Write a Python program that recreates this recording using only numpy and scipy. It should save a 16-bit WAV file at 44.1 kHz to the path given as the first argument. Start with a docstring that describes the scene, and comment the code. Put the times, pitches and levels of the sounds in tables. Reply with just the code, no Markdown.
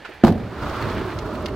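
"""Kick scooter landing in a skatepark

A scooter drops onto an open-air concrete ramp and rolls away. The wheels slam down and overload
the microphone; deck and rider settle in a run of duller thuds. Then the wheels roar over grainy
concrete, rumble over its bumps and rasp through the turn, while the loaded deck drones and the
frame shakes out a few rattles."""
import sys
import numpy as np
from scipy import signal
from scipy.fft import rfft, irfft, next_fast_len
from scipy.io import wavfile
from scipy.ndimage import uniform_filter1d

SR = 44100
rng = np.random.default_rng(int(sys.argv[2]) if len(sys.argv) > 2 else 0)


def generate_wav(sig):
    """Save sig (samples, or channels by samples) to the path in sys.argv[1] as 16-bit PCM at SR."""
    pcm = np.round(np.clip(np.atleast_2d(sig).T, -1, 1) * 32767).astype(np.int16)
    wavfile.write(sys.argv[1], SR, pcm)


N = 68355
TIME = np.arange(N) / SR

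# The open-air bed. Each row: pitch in Hz, relative level in dB.
AIR_SPECTRUM = [(25, -13), (60, 4.5), (150, -3.5), (380, -1), (900, -3), (2200, -25), (4500, -21.5),
                (7500, -31), (16000, -42)]
# Far scuffs and knocks during the jump.
# Each row: start in seconds, level in dB, centre in Hz, attack in seconds, t60 in seconds.
FAR_SCUFFS = [(.044, -33, 1450, 0.0069, 0.15), (0.045, -41, 2830, 0.0087, 0.18),
              (.089, -32.5, 380, 0.005, .09), (.095, -45, 1850, 0.026, 0.38), (.133, -42, 76, 0.005, 0.17)]
# A scuff's colour. Each row: multiple of its centre, relative level in dB.
SCUFF_SPECTRUM = [(.1, -18), (.5, -3.5), (1, 11), (2, -6.5), (6, -36)]

# The landing, hit by hit. Each row: start in seconds, thud in dB, brightness in Hz, clack in dB.
LANDING_HITS = [(0.2353, -13, 900, -25), (.2377, 8.5, 700, -14.5), (0.2411, -4, 900, -41),
                (0.2469, -8.5, 900, -12.5), (0.26, -12.5, 990, -24.5), (0.2676, -7, 2210, -19),
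                (.272, -11.5, 1300, -19.5), (0.28, -2, 2550, -18.5), (0.288, -23, 1200, -26),
                (0.295, -1, 219, -31), (.3025, -5.5, 635, -29), (0.3121, 1, 182, -40),
                (.322, -11.5, 700, -25), (.355, -11, 214, -40), (.378, -19, 242, -37),
                (0.404, -23, 200, -52), (0.436, -15, 104, -46)]
# Deck and rider on the ramp; the short modes are the smack.
# Each row: pitch in Hz, level in dB, t60 in seconds.
DECK_MODES = [(109, -19.5, 0.19), (153, -27, 0.098), (228, -9.5, .12), (256.4, -5, 0.048),
              (345.4, -9.5, 0.062), (440, -17, 0.051), (572, -16.5, 0.014), (700, -12, 0.053),
              (824, -24.5, 0.068), (900, -17, 0.011), (1000, -48, 0.051), (1450, -33, 0.049)]
# The metal clack. Each row: pitch in Hz, relative level in dB.
CLACK_SPECTRUM = [(500, 7.5), (900, 7), (2000, -10), (3000, -12.5), (4300, -12), (7000, -25), (11000, -29),
                  (16000, -30)]
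# Scatter off the ramps. Each row: pitch in Hz, relative level in dB.
TAIL_SPECTRUM = [(30, -12), (60, -1.5), (100, 6), (230, -0.5), (400, -5.5), (750, -9.5), (1500, -55),
                 (4000, -55)]

# The roar's fader: speed, load and nearness in one. Each row: time in seconds, level in dB.
ROLL_LEVEL = [(.23, -76), (.26, -60), (.4, -43), (.5, -42.5), (.58, -35.5), (.635, -30.5), (.72, -30),
              (.84, -30), (1.0, -32.5), (1.12, -34), (1.28, -34.5), (1.42, -34.5), (1.55, -37.5)]
# Wheel roar, grit and low rumble. Each row: pitch in Hz, relative level in dB.
ROAR_SPECTRUM = [(150, -6.5), (300, 3.5), (600, -3), (900, 0), (1350, 0.5), (2000, -14), (3100, -17),
                 (4400, -19), (7000, -31.5), (10000, -40), (16000, -40)]
GRIT_SPECTRUM = [(1000, -4), (2000, -23), (4300, -12), (7000, -7), (16000, -9)]
RUMBLE_SPECTRUM = [(20, -32), (40, 1.5), (65, 8.5), (100, 10), (135, 2.5), (220, -4.5), (500, -60)]
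# Swells in the concrete. Each row: peak time in seconds, rumble in dB, half length in seconds.
CONCRETE_BUMPS = [(.65, -30.5, 0.047), (.86, -25.5, 0.028), (0.966, -28, 0.026), (1.05, -33, 0.034),
                  (1.174, -27, 0.016), (1.25, -31, 0.028), (1.41, -33, 0.047), (1.536, -31, .035)]
# Load on the deck, heard as its drone. Each row: time in seconds, level in dB.
DRONE_LEVEL = [(.24, -77), (.5, -45), (.65, -33.5), (.76, -37.5), (.86, -30), (1.0, -30.5), (1.12, -36),
               (1.3, -31), (1.42, -31), (1.55, -31.5)]
# The deck's resonances. Each row: pitch in Hz, nominal width in Hz, relative level in dB.
DRONE_BANDS = [(213, 40, -4.5), (287, 58, -6), (377.5, 56, -2), (606, 43.5, -5), (1068, 71, -14.5),
               (1280, 68, -41)]
# The hum follows wheel speed. Each row: time in seconds, pitch in Hz, level in dB.
HUM_CURVE = [(.6, 330.3, -71), (.77, 355, -40), (.87, 395, -45), (1.0, 398, -30.5), (1.1, 344, -37.5),
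             (1.2, 350, -43.5), (1.55, 345.4, -41)]

# Loose parts shaking. Each row: start in seconds, level in dB, strongest pitch in Hz.
RATTLE_HITS = [(0.623, -45, 4000), (.695, -40, 5000), (.824, -31, 2400), (.898, -37.5, 4400),
               (1.102, -39, 2000), (1.1874, -34, 4800), (1.352, -38, 2550), (1.4586, -27.5, 3970),
               (1.484, -36, 2580)]
# A rattle's colour. Each row: multiple of its strongest pitch, relative level in dB.
RATTLE_SPECTRUM = [(.2, -13), (.5, 3.5), (1, 4.5), (1.25, 1.5), (1.8, -15), (4, -23)]
# The frame's ring. Each row: pitch in Hz, level in dB, t60 in seconds.
FRAME_MODES = [(2146, -1.5, 0.038), (2825, -4, 0.049), (3160, -16, .03), (4260, -4, 0.025),
               (4470, -9, 0.03), (5750, -17, 0.024)]
# The scrub's fader. Each row: time in seconds, level in dB.
SCRUB_LEVEL = [(.7, -47.5), (.8, -39), (.84, -37.5), (.92, -42), (1.0, -38), (1.06, -47), (1.12, -41.5),
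               (1.2, -53)]
# The scrub's rasp. Each row: pitch in Hz, nominal width in Hz, relative level in dB.
RASP_BANDS = [(1740, 370, 8.5), (2340, 280, 1.5), (2800, 410, -1), (3470, 550, -3), (4280, 540, -6)]

# Stereo width of the noises. Each row: pitch in Hz, left-right likeness (1 is mono).
STEREO_LIKENESS = [(60, 1), (400, 0.91), (1000, 1), (2500, 0.75), (4300, 0.28), (6000, 0.45), (9000, 0.74),
                   (15000, .8)]
# Balance of the whole mix, on top of the pans. Each row: pitch in Hz, left over right in dB.
STEREO_BALANCE = [(60, 1.3), (110, -1.2), (380, -3.5), (1200, -2.5), (2400, 0), (4400, -2), (8000, -1),
                  (15000, -0.5)]


def from_db(db):
    """Decibels to gain."""
    return 10 ** (np.asarray(db) / 20)


def rms_one(x):
    """Scale to unit power."""
    return x / np.sqrt(np.mean(x ** 2) + 1e-20)


def in_time(rows):
    """Each column of a curve at every sample."""
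    times, *columns = np.transpose(rows)
    return [np.interp(TIME, times, column) for column in columns]


def at_hz(points, hz):
    """Read a spectrum on a log-frequency axis."""
    pitches, values = np.transpose(points)
    return np.interp(np.log(hz + 1e-9), np.log(pitches), values)


def pan(db):
    """Channel gains that put left this many dB over right."""
    return from_db(np.array([[db], [-db]]) / 2)


def drift(rate_hz):
    """A smooth random wander with a spread of 1."""
    step, run_in = 40, 2000
    pole = np.exp(-2 * np.pi * rate_hz * step / SR)
    white = rng.standard_normal(N // step + run_in + 2)
    slow = signal.lfilter([1], [1, -2 * pole, pole * pole], white)[run_in:]
    return np.interp(np.arange(N) / step, np.arange(len(slow)), rms_one(slow))


def colour(pair, spectrum):
    """Two unrelated signals become mid and side of a sound with this spectrum; rms 1."""
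    size = 2 * next_fast_len(N // 2 + 1)
    hz = np.arange(size // 2 + 1) * SR / size
    mid, side = rfft(pair, size) * from_db(at_hz(spectrum, hz))
    alike = at_hz(STEREO_LIKENESS, hz)
    mid, side = mid * np.sqrt(1 + alike), side * np.sqrt(1 - alike)
    return rms_one(irfft(np.array([mid + side, mid - side]))[:, :N])


def noise(spectrum):
    """Stereo noise with this spectrum."""
    return colour(rng.standard_normal((2, N)), spectrum)


def noise_around(hz, shape):
    """Stereo noise with its spectrum placed around this pitch."""
    return noise([(hz * multiple, db) for multiple, db in shape])


def resonant_noise(bands):
    """Noise rings a set of resonances; rms 1."""
    total = np.zeros(N)
    for hz, width, db in bands:
        band = rng.standard_normal(N)
        for _ in range(2):  # two wide passes give steep skirts
            band = signal.lfilter(*signal.iirpeak(hz, hz / (2 * width), fs=SR), band)
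        total += from_db(db) * rms_one(band)
    return rms_one(total)


def burst(start, attack, t60):
    """A straight rise, then a decay of 60 dB per t60; all in seconds."""
    age = TIME - start
    return np.clip(age / attack, 0, 1) * from_db(-60 * np.maximum(age - attack, 0) / t60)


def click(start):
    """A unit impulse."""
    return 1.0 * (np.arange(N) == int(start * SR))


def ring(force, modes):
    """A force sets each mode ringing as a dying sine."""
    total = np.zeros(N)
    for hz, db, t60 in modes:
        pole, angle = np.exp(-np.log(1000) / (t60 * SR)), 2 * np.pi * hz / SR
        feedback = [1, -2 * pole * np.cos(angle), pole * pole]
        total += from_db(db) * signal.lfilter([0, np.sin(angle)], feedback, force + 1e-18)
    return total


def park(air_db=-46):
    """A quiet bed of open air with a few far scuffs."""
    scuffs = sum(from_db(db) * burst(start, attack, t60) * noise_around(hz, SCUFF_SPECTRUM)
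                 for start, db, hz, attack, t60 in FAR_SCUFFS)
    return from_db(air_db) * noise(AIR_SPECTRUM) + scuffs


def contact(start, brightness_hz, band_ratio=3.6):
    """One hit's force fills a band up to its brightness: hard hits are thin, soft ones deep."""
    high_cut = signal.butter(3, brightness_hz, fs=SR, output="sos")
    low_cut = signal.butter(1, brightness_hz / band_ratio, "high", fs=SR, output="sos")
    return signal.sosfilt(np.vstack([high_cut, low_cut]), click(start))


def landing(low_cut_hz=79, tail_db=-16.5):
    """Each hit thumps the deck and clacks the metal; the ramps scatter the main slam."""
    force = sum(from_db(db) * contact(start, hz) for start, db, hz, _ in LANDING_HITS)
    force = signal.sosfilt(signal.butter(1, low_cut_hz, "high", fs=SR, output="sos"), force)
    thud = ring(force, DECK_MODES)
    clack = noise(CLACK_SPECTRUM) * sum(from_db(db) * burst(start, attack=0.0006, t60=0.04)
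                                        for start, _, _, db in LANDING_HITS)
    slam_s = LANDING_HITS[1][0]
    tail = from_db(tail_db) * noise(TAIL_SPECTRUM) * burst(slam_s, attack=0.0088, t60=0.79)
    return thud + clack + tail


def wheels(flutter_db=0.96):
    """Rough concrete roars under the wheels, with grit on top and rumble below."""
    effort = from_db(in_time(ROLL_LEVEL)[0])
    roar = noise(ROAR_SPECTRUM) * from_db(flutter_db * drift(rate_hz=35))
    return effort * (roar + grit()) + rumble(effort)


def grit(grains_per_s=1200, spread_db=5, level_db=-27):
    """Grains of random size crackle under the wheels."""
    sizes = from_db(spread_db * np.minimum(rng.exponential(1, N), 4))
    grains = (rng.random(N) < grains_per_s / SR) * sizes * rng.choice([-1, 1], (2, N))
    return from_db(level_db) * colour(grains, GRIT_SPECTRUM)


def rumble(effort, steady_db=-5, levelling_s=0.045):
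    """The low end rides with the rolling effort and swells over each bump."""
    swells = sum(from_db(db) * np.exp(-0.5 * ((TIME - peak) / half_length) ** 2)
                 for peak, db, half_length in CONCRETE_BUMPS)
    low = noise(RUMBLE_SPECTRUM)
    power = uniform_filter1d(np.mean(low ** 2, axis=0), int(levelling_s * SR))
    levelled = low / np.sqrt(power + 1e-9)  # so the bumps shape it, not chance
    return levelled * np.hypot(swells, from_db(steady_db) * effort)


def deck_drone():
    """The ground shakes the loaded deck's resonances."""
    return from_db(in_time(DRONE_LEVEL)[0]) * resonant_noise(DRONE_BANDS)


def wheel_hum(waver_rate_hz=40, waver_db=4.5, pitch_spread=0.05):
    """The spinning wheels hum roughly, unsteady in pitch and level."""
    hz, db = in_time(HUM_CURVE)
    phase = 2 * np.pi * np.cumsum(hz * (1 + pitch_spread * drift(waver_rate_hz))) / SR
    waver = from_db(waver_db * drift(waver_rate_hz))
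    return from_db(db) * rms_one(np.sin(phase) * waver)


def rattles(attack_s=0.0008, t60_s=0.042, frame_db=-1):
    """Loose parts chatter briefly and ring the frame."""
    chatter = sum(from_db(db) * burst(start, attack_s, t60_s) * noise_around(hz, RATTLE_SPECTRUM)
                  for start, db, hz in RATTLE_HITS)
    taps = sum(from_db(db + frame_db) * click(start + attack_s) for start, db, _ in RATTLE_HITS)
    return chatter + ring(taps, FRAME_MODES)


def scrub(rough_db=1.5):
    """The wheels rasp unevenly as they carve through the foot of the ramp."""
    level_db = in_time(SCRUB_LEVEL)[0] + rough_db * drift(rate_hz=51)
    return from_db(level_db) * resonant_noise(RASP_BANDS)


def scene():
    """Landing, ride and park; the mix leans a little right, most of all in the mids."""
    mix = pan(db=0.5) * landing()
    mix += pan(db=-0.46) * (wheels() + deck_drone() + wheel_hum() + scrub() + rattles())
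    mix += pan(db=-2.5) * park()
    size = 2 * next_fast_len(N)
    balance_db = at_hz(STEREO_BALANCE, np.arange(size // 2 + 1) * SR / size)
    channel_gains = from_db(np.array([balance_db, -balance_db]) / 2)
    return irfft(rfft(mix, size) * channel_gains)[:, :N]


def record(dry, stopband_hz=16700):
    """The slam overloads the microphone and clips flat; a steep filter takes off the very top."""
    high_cut = signal.cheby2(16, 70, stopband_hz, fs=SR, output="sos")
    return signal.sosfilt(high_cut, np.clip(dry, -1, 1))


dry = scene()
out = record(dry)
generate_wav(out)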